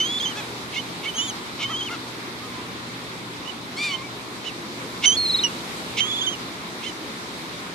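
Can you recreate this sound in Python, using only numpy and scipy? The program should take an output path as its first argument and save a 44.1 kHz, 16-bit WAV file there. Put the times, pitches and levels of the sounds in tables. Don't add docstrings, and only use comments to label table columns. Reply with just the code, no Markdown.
import sys
import numpy as np
from scipy import signal
from scipy.fft import rfft, irfft, next_fast_len
from scipy.io import wavfile
from scipy.ndimage import uniform_filter1d

SR = 44100
rng = np.random.default_rng(int(sys.argv[2]) if len(sys.argv) > 2 else 0)


def dump(signal):
    limited = np.clip(np.atleast_2d(signal).T, -1, 1)
    pcm = np.round(limited * 32767).astype(np.int16)
    wavfile.write(sys.argv[1], SR, pcm)


N = 341334
TIME = np.arange(N) / SR

# start_s, dip_pitch_hz, lift_hz, crest_place (0-1 of the sob), dip_level_db
SOBS = [ (0, 3030, 10, .5, -18), (.04, 3070, 0, .5, -25), (.095, 3330, 30, 0.46, -27.5),
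        (.185, 3473, 1100, .5, -26.5), (.202, 3260, -70, .4, -26), (.22, 3270, 330, .55, -25),
        (.26, 3050, 220, 0.54, -22.5), (1.677, 3050, 150, 0.5, -39), (1.745, 3060, 240, .64, -26.5),
        (1.819, 3070, 300, 0.4, -26), (5.055, 2960, 45, .5, -16.5), (5.074, 3100, -10, .5, -15),
        (5.102, 3030, -75, 0.56, -19.5), (5.167, 4347, 0, .5, -23), (5.215, 4270, 168, 0.78, -23),
        (5.263, 3990, 310, 0.45, -19.5), (5.305, 3900, 409, 0.5, -18.5), (5.349, 3830, 490, .65, -16.5),
        (5.396, 3670, 440, 0.6, -19.5), (5.435, 3030, -30, 0.6, -20.5), (5.449, 2915, 10, .5, -15.5),
        (6.003, 3050, 45, .35, -16), (6.04, 3130, 200, 0.83, -25.5), (6.12, 3310, 250, 0.8, -23.5),
        (6.171, 3250, 352, .78, -24.5), (6.217, 3160, 460, 0.75, -21), (6.271, 3085, 0, .5, -21),
        (6.284, 3080, 269, .38, -21.5)]
# end_s, last_pitch_hz, last_level_db,
# thinning (dB per Hz of lift), octave_db (before bill and thinning), third_partial_db (re octave),
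# half_line_db, left_minus_right_db (where fully shaded), left_lag_ms
WHISTLES = [ (.332, 2860, -38, .012, -10.5, -26, -25, -4.5, -.03),
            (1.886, 2845, -33, .01, -17.5, -8.5, -32, 1, -.039),
            (5.168, 3490, -30, 0.03, 0, -19, -26, -12, .033),
            (5.435, 3860, -22.5, .019, -13, -25, -36, -3, -.035),
            (5.488, 2760, -38, -0.02, -3, -22, -34, -8, .031),
            (6.355, 2790, -32, .022, -11, -24, -29, -10.5, .11)]
# frequency_hz, gain_db
BILL = [(5600, -9), (6150, 0.5), (6500, -5), (6900, -9), (7800, -27), (8500, -9)]
# time_s, pitch_hz, level_db, octave_db (re fundamental)
WHISTLE_ARCH = [(1.138, 3000, -39, -9), (1.17, 3220, -32, 1), (1.21, 3450, -37.5, 2.5),
                (1.245, 3580, -40, -2), (1.275, 3490, -39, 2.5), (1.3, 3160, -30, -1),
                (1.318, 2800, -43, -10)]
WHISTLE_FLAT = [(1.176, 3060, -32, -20), (1.186, 2970, -25, -14), (1.205, 2924, -22.5, -16),
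                (1.225, 3080, -28.5, -8), (1.25, 3130, -33, -3), (1.275, 3020, -36, -12)]
# curve, third_partial_db (re octave),
# left_minus_right_db (where fully shaded), left_lag_ms
TWO_VOICES = [(WHISTLE_ARCH, -13, -1, .027), (WHISTLE_FLAT, -22, -10, .06)]
# start_s, end_s, top_pitch_hz, end_sag (share of pitch), glide (share of pitch),
# level_db (at the swell's peak), left_minus_right_db (where fully shaded)
CLEAR_NOTES = [ (.76, 0.784, 2195, 0.0052, 0, -29.5, -16), (0.777, 0.813, 3035, 0.046, 0.0072, -28, -11),
               (1.054, 1.086, 2250, 0.013, .012, -26.5, -14), (1.072, 1.11, 3030, 0.0032, -0.04, -26.5, -9),
               (1.633, 1.65, 2180, 0.019, -.01, -34, -2), (1.639, 1.675, 3080, .025, .012, -27, 1),
               (1.879, 1.9, 2440, 0, -0.256, -33.5, -4), (3.459, 3.517, 3010, 0.079, 0.0014, -33, -16),
               (3.895, 3.947, 3000, 0.032, 0, -31, -22), (3.923, 3.967, 3080, 0.08, 0.022, -25.5, -14),
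               (4.02, 4.084, 2300, 0.017, 0, -38.5, 1.5), (4.457, 4.507, 2965, 0.102, -0.093, -32, -12.5),
               (6.85, 6.866, 2170, .01, 0, -34, -4), (6.861, 6.91, 3070, 0.034, -0.025, -34, -15)]
# start_s, end_s, top_pitch_hz, end_sag (share of pitch), glide (share of pitch),
# level_db (at the swell's peak), start_roughness (0 clean, about 1 harsh), end_roughness (same scale),
# left_minus_right_db (where fully shaded)
SQUAWKS = [ (0, .022, 736, .02, 0, -31, 0.6, .3, -5), (.35, .42, 865, .14, -0.0068, -34, .18, .18, -2.5),
           (.722, .78, 640, 0.044, .2, -32.5, 0.56, 0.6, -2.5),
           (.758, .795, 726, .02, 0.0071, -26.5, 0.32, 0, -16),
           (1.026, 1.076, 655, .05, 0.21, -32, 0.4, 0.7, -9),
           (1.585, 1.652, 684, 0.043, 0.18, -29.5, .7, 1.22, -2),
           (1.618, 1.657, 750, 0.0082, -0.033, -26.5, 0.7, 0.1, -19),
           (1.895, 1.965, 713, .16, -.02, -37.5, .35, .4, -1),
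           (3.44, 3.525, 987, .14, 0.016, -38.5, 0.37, 0.14, -20.5),
           (4.435, 4.51, 977, 0.143, 0.018, -34, .6, 0.42, -10),
           (5.018, 5.06, 700, .03, .05, -28.5, 0.76, 1, -6),
           (5.035, 5.063, 732, 0.033, 0.029, -16, 1.03, 0.64, -7),
           (5.966, 6.015, 732, 0.046, 0.002, -21.5, 0.96, 0.83, -11),
           (6.82, 6.874, 685, 0.039, 0.17, -33, 0.4, 0.3, -13),
           (6.857, 6.905, 1022, 0.024, -0.02, -30.5, 0.19, 0, -17)]
# start_s, end_s, top_pitch_hz,
# end_sag (share of pitch), glide (share of pitch), level_db (at the swell's peak),
# start_roughness (0 clean, about 1 harsh), end_roughness (same scale),
# left_minus_right_db (where fully shaded)
LOW_CALLS = [ (.345, .425, 860, .2, -0.009, -37.5, 0.22, .2, -1),
             (1.03, 1.07, 600, .03, .2, -41, .4, .5, -3), (1.585, 1.645, 620, .03, .18, -40, .5, .7, -1),
             (1.685, 1.742, 665, 0.27, 0.036, -31, .3, 0.22, 1),
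             (1.89, 1.97, 713, .2, -0.0058, -32.5, .4, 0.43, 4),
             (2.4, 2.5, 632, 0.15, -0.0065, -40, 0.26, 0.24, 0),
             (2.46, 2.69, 1015, 0.0092, -0.025, -43, 0.29, 0.28, 0),
             (5.035, 5.075, 736, .03, 0.032, -36.5, 1, .8, -3),
             (6.03, 6.12, 621, 0.018, -0.044, -40.5, 0.18, .2, -2),
             (6.215, 6.28, 774, 0.1, 0.0052, -41.5, .2, .2, -2)]
# time_s, pitch_hz, effort_db (evened and raised in mew())
MEW_CURVE = [(3.758, 1011, -46), (3.782, 1116, -33), (3.802, 1166, -30.5), (3.85, 1219, -26.5),
             (3.934, 1078, -35.5), (3.964, 1049, -45), (4.02, 1068, -45), (4.035, 1162, -41)]
# centre_hz, width_hz, gain_db
SQUAWK_THROAT = [(2176, 125, 9), (2950, 440, 8), (4120, 420, -5), (4860, 190, -29), (5960, 2400, -7.5)]
LOW_CALL_THROAT = [(1150, 400, 23), (2200, 250, -21), (2800, 450, -14), (4240, 1200, -3)]
MEW_THROAT = [(1050, 160, -13.5), (2345, 220, 4.5), (3720, 1040, -4.5), (4480, 430, -0.5), (5560, 470, -11),
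              (7300, 870, -13), (9500, 800, -20.5), (11100, 700, -25)]
# frequency_hz, share (0-1)
SHADOW = [(1200, 0.17), (2200, 0.29), (3000, 1), (3450, 0.37), (4000, 0.12), (5000, 0.41), (6200, 0.44)]
# (per Hz, relative)
SURF_SPECTRUM = [(25, -40), (62, -12), (100, -8.5), (150, -6), (230, 0), (350, -0.5), (480, -6),
                 (650, -10.5), (1050, -7), (1600, -14.5), (2250, -11), (2800, -16), (3800, -12),
                 (6000, -22), (9000, -26.5), (14500, -35.5)]
# frequency_hz, likeness (-1 to 1)
SURF_LIKENESS = [(40, 0.35), (80, 0.45), (160, 0.82), (330, 0.96), (600, 0.44), (900, 0.47), (1400, -0.47),
                 (2300, 0.083), (3500, 0.017), (6000, -0.023), (14000, 0.068)]
# frequency_hz, left_minus_right_db
SURF_BALANCE = [(40, 9), (80, 13.5), (130, 0), (800, 0.5), (1400, 1.5), (2000, 1.5), (2550, -4),
                (3150, -0.5), (3800, 0.5), (5000, -6), (6000, -0.5), (8000, -1.5), (9500, 3.5), (11500, 22)]
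# time_s, strength (relative)
BREAKERS = [(0, .9), (1.15, .45), (5.1, 0.97), (5.75, 0.53), (7.3, 0.28)]

SYRINX_START_S, SHORTEST_SOB_S = .003, .01
SOB_SHAPE = 1.35
SQUAWK_LAG_MS = -.03
BREAK_RISE_S, BREAK_FALL_S, WASH_LAG_S = 0.31, .9, 0.26
RUMBLE_SWELL_DB, WASH_SWELL_DB, FOAM_SWELL_DB = 3, 2.5, 5.5
SURF_DB = -35.5
ENGINE_DB, ENGINE_EASES_S, ENGINE_EASE_S, ENGINE_DROP_DB = -49.5, 6.5, .1, 8
TOP_HZ = 14650


def undb(db):
    return 10 ** (np.asarray(db) / 20)


def on_log_axis(hz, points):
    f, value = np.transpose(points)
    return np.interp(np.log(np.maximum(hz, 1)), np.log(f), value)


def follow(curve):
    s, *columns = np.transpose(curve)
    t = np.arange(int(max(s[0], 0) * SR), int(s[-1] * SR)) / SR
    return [t] + [np.interp(t, s, c) for c in columns]


def wander(t, rate):
    steps = rng.standard_normal(8192)
    return np.sqrt(3 / 2) * np.interp((t - t[0]) * rate, np.arange(len(steps)), steps)


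def fade(t, length):
    edge = np.minimum(t - t[0], t[-1] - t)
    return np.sin(np.pi / 2 * np.clip(edge / length, 0, 1)) ** 2


def add(out, t, sound, pan_db, lag_ms=0):
    size = next_fast_len(len(sound) + 512)
    hz = np.fft.rfftfreq(size, 1 / SR)
    tilt = undb(pan_db * on_log_axis(hz, SHADOW))
    left = tilt * np.exp(-2j * np.pi * hz * lag_ms / 1000)
    ports = np.array([left, np.ones(len(hz))]) / np.sqrt((1 + tilt ** 2) / 2)
    start = int(t[0] * SR)
    out[:, start:start + size] += irfft(rfft(sound, size) * ports, size)[:, :N - start]


def sobbing(sobs, end, last_hz, last_db, thinning):
    start, dip_hz, lift_hz, crest, dip_db = sobs.T
    t, hz, db = follow([*zip(start, dip_hz, dip_db), (end, last_hz, last_db)])
    which = np.searchsorted(start[1:], t)
    u = np.clip((t - start[which]) / np.diff([*start, end])[which], 0, 1)
    crest = np.clip(crest, .05, .95)[which]
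    ramp = np.minimum(u / crest, (1 - u) / (1 - crest))
    lift = lift_hz[which] * np.sin(np.pi / 2 * ramp) ** SOB_SHAPE
    octave_db = on_log_axis(2 * (hz + lift), BILL) + thinning * lift
    return t, hz + lift, db - thinning * lift, octave_db


def whistle(t, hz, db, octave_db, third_db, half_db=-32, jitter=0.005, shimmer_db=0.4, rasp_db=-27):
    hz = uniform_filter1d(hz, size=130) * (1 + jitter * wander(t, 700))
    phase = 2 * np.pi * np.cumsum(hz) / SR
    overtones = np.sin(2 * phase) + undb(third_db) * np.sin(3 * phase)
    overtones *= undb(octave_db + 2 * wander(t, 117.9))
    rasp = undb(rasp_db) * wander(t, 2600) * np.cos(phase)
    half_line = undb(half_db) * np.sin(3 * phase / 2)
    tone = np.sin(phase) + overtones + rasp + half_line
    level = undb(db + shimmer_db * wander(t, 228))
    return np.sqrt(2) * tone * level * fade(t, SYRINX_START_S)


def begging_whistles(out):
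    waiting = np.array(SOBS)
    for end, last_hz, last_db, thinning, bright_db, third_db, half_db, pan_db, lag_ms in WHISTLES:
        own = waiting[:, 0] < end - SHORTEST_SOB_S
        t, hz, db, octave_db = sobbing(waiting[own], end, last_hz, last_db, thinning)
        add(out, t, whistle(t, hz, db, bright_db + octave_db, third_db, half_db), pan_db, lag_ms)
        waiting = waiting[~own]


def arch(start, end, top_hz, sag, glide):
    t = np.arange(int(start * SR), int(end * SR)) / SR
    u = np.linspace(-1, 1, len(t))
    return t, top_hz * (1 - sag * u ** 2 + glide * u), 1 - u ** 2


def throat_response(f, throat):
    modes = [undb(db) / (1 + 1j * (f / centre - centre / f) * centre / width)
             for centre, width, db in throat]
    resonances = sum((-1) ** k * mode for k, mode in enumerate(modes))
    return resonances / (1 + (0.57 * throat[0][0] / f) ** 6)


def cry(t, hz, rough, throat, dull=0, jitter=0.0864, flutter_db=3, half=0.22, air_db=5, air_hz=2800):
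    phase = 2 * np.pi * np.cumsum(hz * (1 + jitter * rough * wander(t, 917))) / SR
    strength = undb(flutter_db * rough * wander(t, 579)) * (1 + half * rough * np.cos(phase / 2))
    pulses = sum(np.cos(k * phase) / k ** dull for k in range(1, 11)) * strength
    air_band = signal.butter(2, [air_hz, TOP_HZ], "band", fs=SR, output="sos")
    air = signal.sosfilt(air_band, rng.standard_normal(len(t)))
    source = pulses + undb(air_db) * rough * air * (1 + np.cos(phase))
    size = next_fast_len(len(t) + 512)
    f = np.fft.rfftfreq(size, 1 / SR) + 1
    voice = irfft(rfft(source, size) * throat_response(f, throat), size)[:len(t)]
    return voice / np.sqrt(uniform_filter1d(voice ** 2, size=200) + 1e-12)


def rough_calls(out, calls, throat):
    for start, end, top_hz, sag, glide, db, rough_start, rough_end, pan_db in calls:
        t, hz, swell = arch(start, end, top_hz, sag, glide)
        rough = np.linspace(rough_start, rough_end, len(t))
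        add(out, t, undb(db) * swell * cry(t, hz, rough, throat), pan_db, SQUAWK_LAG_MS)


def squawks(out):
    rough_calls(out, SQUAWKS, SQUAWK_THROAT)


def sand(calls, scatter_db=-13, t60=0.034):
    t = np.arange(8192) / SR
    bounce = rng.standard_normal((2, len(t))) * undb(-60 * t / t60) * (t > .001)
    bounce /= np.sqrt(np.sum(bounce ** 2, axis=1, keepdims=True))
    return undb(scatter_db) * signal.fftconvolve(calls, bounce, axes=1)[:, :N]


def breaking(t):
    surge = sum(strength * np.exp(np.minimum((t - s) / BREAK_RISE_S, (s - t) / BREAK_FALL_S))
                for s, strength in BREAKERS)
    return surge - np.median(surge)


def surf(flicker_db=1, surge_db=0.2):
    f = np.fft.rfftfreq(N, 1 / SR)
    likeness = np.clip(on_log_axis(f, SURF_LIKENESS), -.98, .98)
    mid, side = rfft(rng.standard_normal((2, N)))
    ears = np.array([[1], [-1]])
    tilt = undb(ears * on_log_axis(f, SURF_BALANCE) / 2)
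    water = mid + ears * side * np.sqrt((1 - likeness) / (1 + likeness))
    water = water * tilt / np.sqrt(np.mean(tilt ** 2, axis=0))
    water *= undb(on_log_axis(f, SURF_SPECTRUM))
    water /= np.std(irfft(water, N).mean(axis=0))
    sea = breaking(TIME)
    rumble, foam = RUMBLE_SWELL_DB * sea, FOAM_SWELL_DB * sea
    wash = WASH_SWELL_DB * breaking(TIME - WASH_LAG_S)
    octave = np.log2(np.clip(f, 2 ** 6, 2 ** 14))
    out = 0
    for centre in np.arange(12, 29) / 2:
        band = irfft(water * np.maximum(1 - 2 * abs(octave - centre), 0), N)
        low = np.clip((700 - 2 ** centre) / 300, 0, 1)
        high = np.clip((2 ** centre - 1500) / 6000, 0, 1)
        swell_db = low * rumble + (1 - low - high) * wash + high * foam
        churn_db = flicker_db * wander(TIME, 22) + surge_db * wander(TIME, 3.0)
        out = out + band * undb(swell_db + churn_db)
    return undb(SURF_DB) * out


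def engine(hz=121.5, octave_db=-6, drone_hz=170, drone_db=-53):
    phase = 2 * np.pi * np.cumsum(hz * (1 + 0.00381 * wander(TIME, 5))) / SR
    db = ENGINE_DB - ENGINE_DROP_DB * np.clip((TIME - ENGINE_EASES_S) / ENGINE_EASE_S, 0, 1)
    hum = np.sin(phase) + undb(octave_db) * np.sin(2 * phase)
    hum *= undb(db + 2.25 * wander(TIME, 6))
    drone_phase = 2 * np.pi * np.cumsum(drone_hz * (1 + 0.02002 * wander(TIME, 6))) / SR
    drone = np.sin(drone_phase) * undb(drone_db + 2.5 * wander(TIME, 4.28))
    return np.sqrt(2) * (hum + drone)


def low_calls(out):
    rough_calls(out, LOW_CALLS, LOW_CALL_THROAT)


def clear_notes(out):
    for start, end, top_hz, sag, glide, db, pan_db in CLEAR_NOTES:
        t, hz, swell = arch(start, end, top_hz, sag, glide)
        add(out, t, swell * whistle(t, hz, db, octave_db=-20, third_db=-18), pan_db, lag_ms=-.02)


def double_whistle(out):
    for curve, third_db, pan_db, lag_ms in TWO_VOICES:
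        t, hz, db, octave_db = follow(curve)
        add(out, t, whistle(t, hz, db, octave_db, third_db), pan_db, lag_ms)


def mew(out, dulling_per_db=0.1, gain_db=2.3, rough_peak=.47, clearing_db=14, evening=0.83):
    t, hz, db = follow(MEW_CURVE)
    slack_db = db.max() - db
    rough = rough_peak * np.exp(-slack_db / clearing_db)
    dull = dulling_per_db * slack_db * np.linspace(0, 1.3, len(t))
    level = undb(db.max() + gain_db - evening * slack_db) * fade(t, 0.01)
    voice = cry(t, hz, rough, MEW_THROAT, dull, jitter=0.055, half=0.64, air_db=11)
    add(out, t, level * voice, pan_db=1, lag_ms=-.01)


def gulls():
    out = np.zeros((2, N))
    for voice in (begging_whistles, squawks, low_calls, clear_notes, double_whistle, mew):
        voice(out)
    return out


def scene():
    calls = gulls()
    return calls + sand(calls) + surf() + engine()


def record(dry):
    return signal.sosfilt(signal.ellip(10, .2, 80, TOP_HZ, fs=SR, output="sos"), dry)


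dry = scene()
out = record(dry)
dump(out)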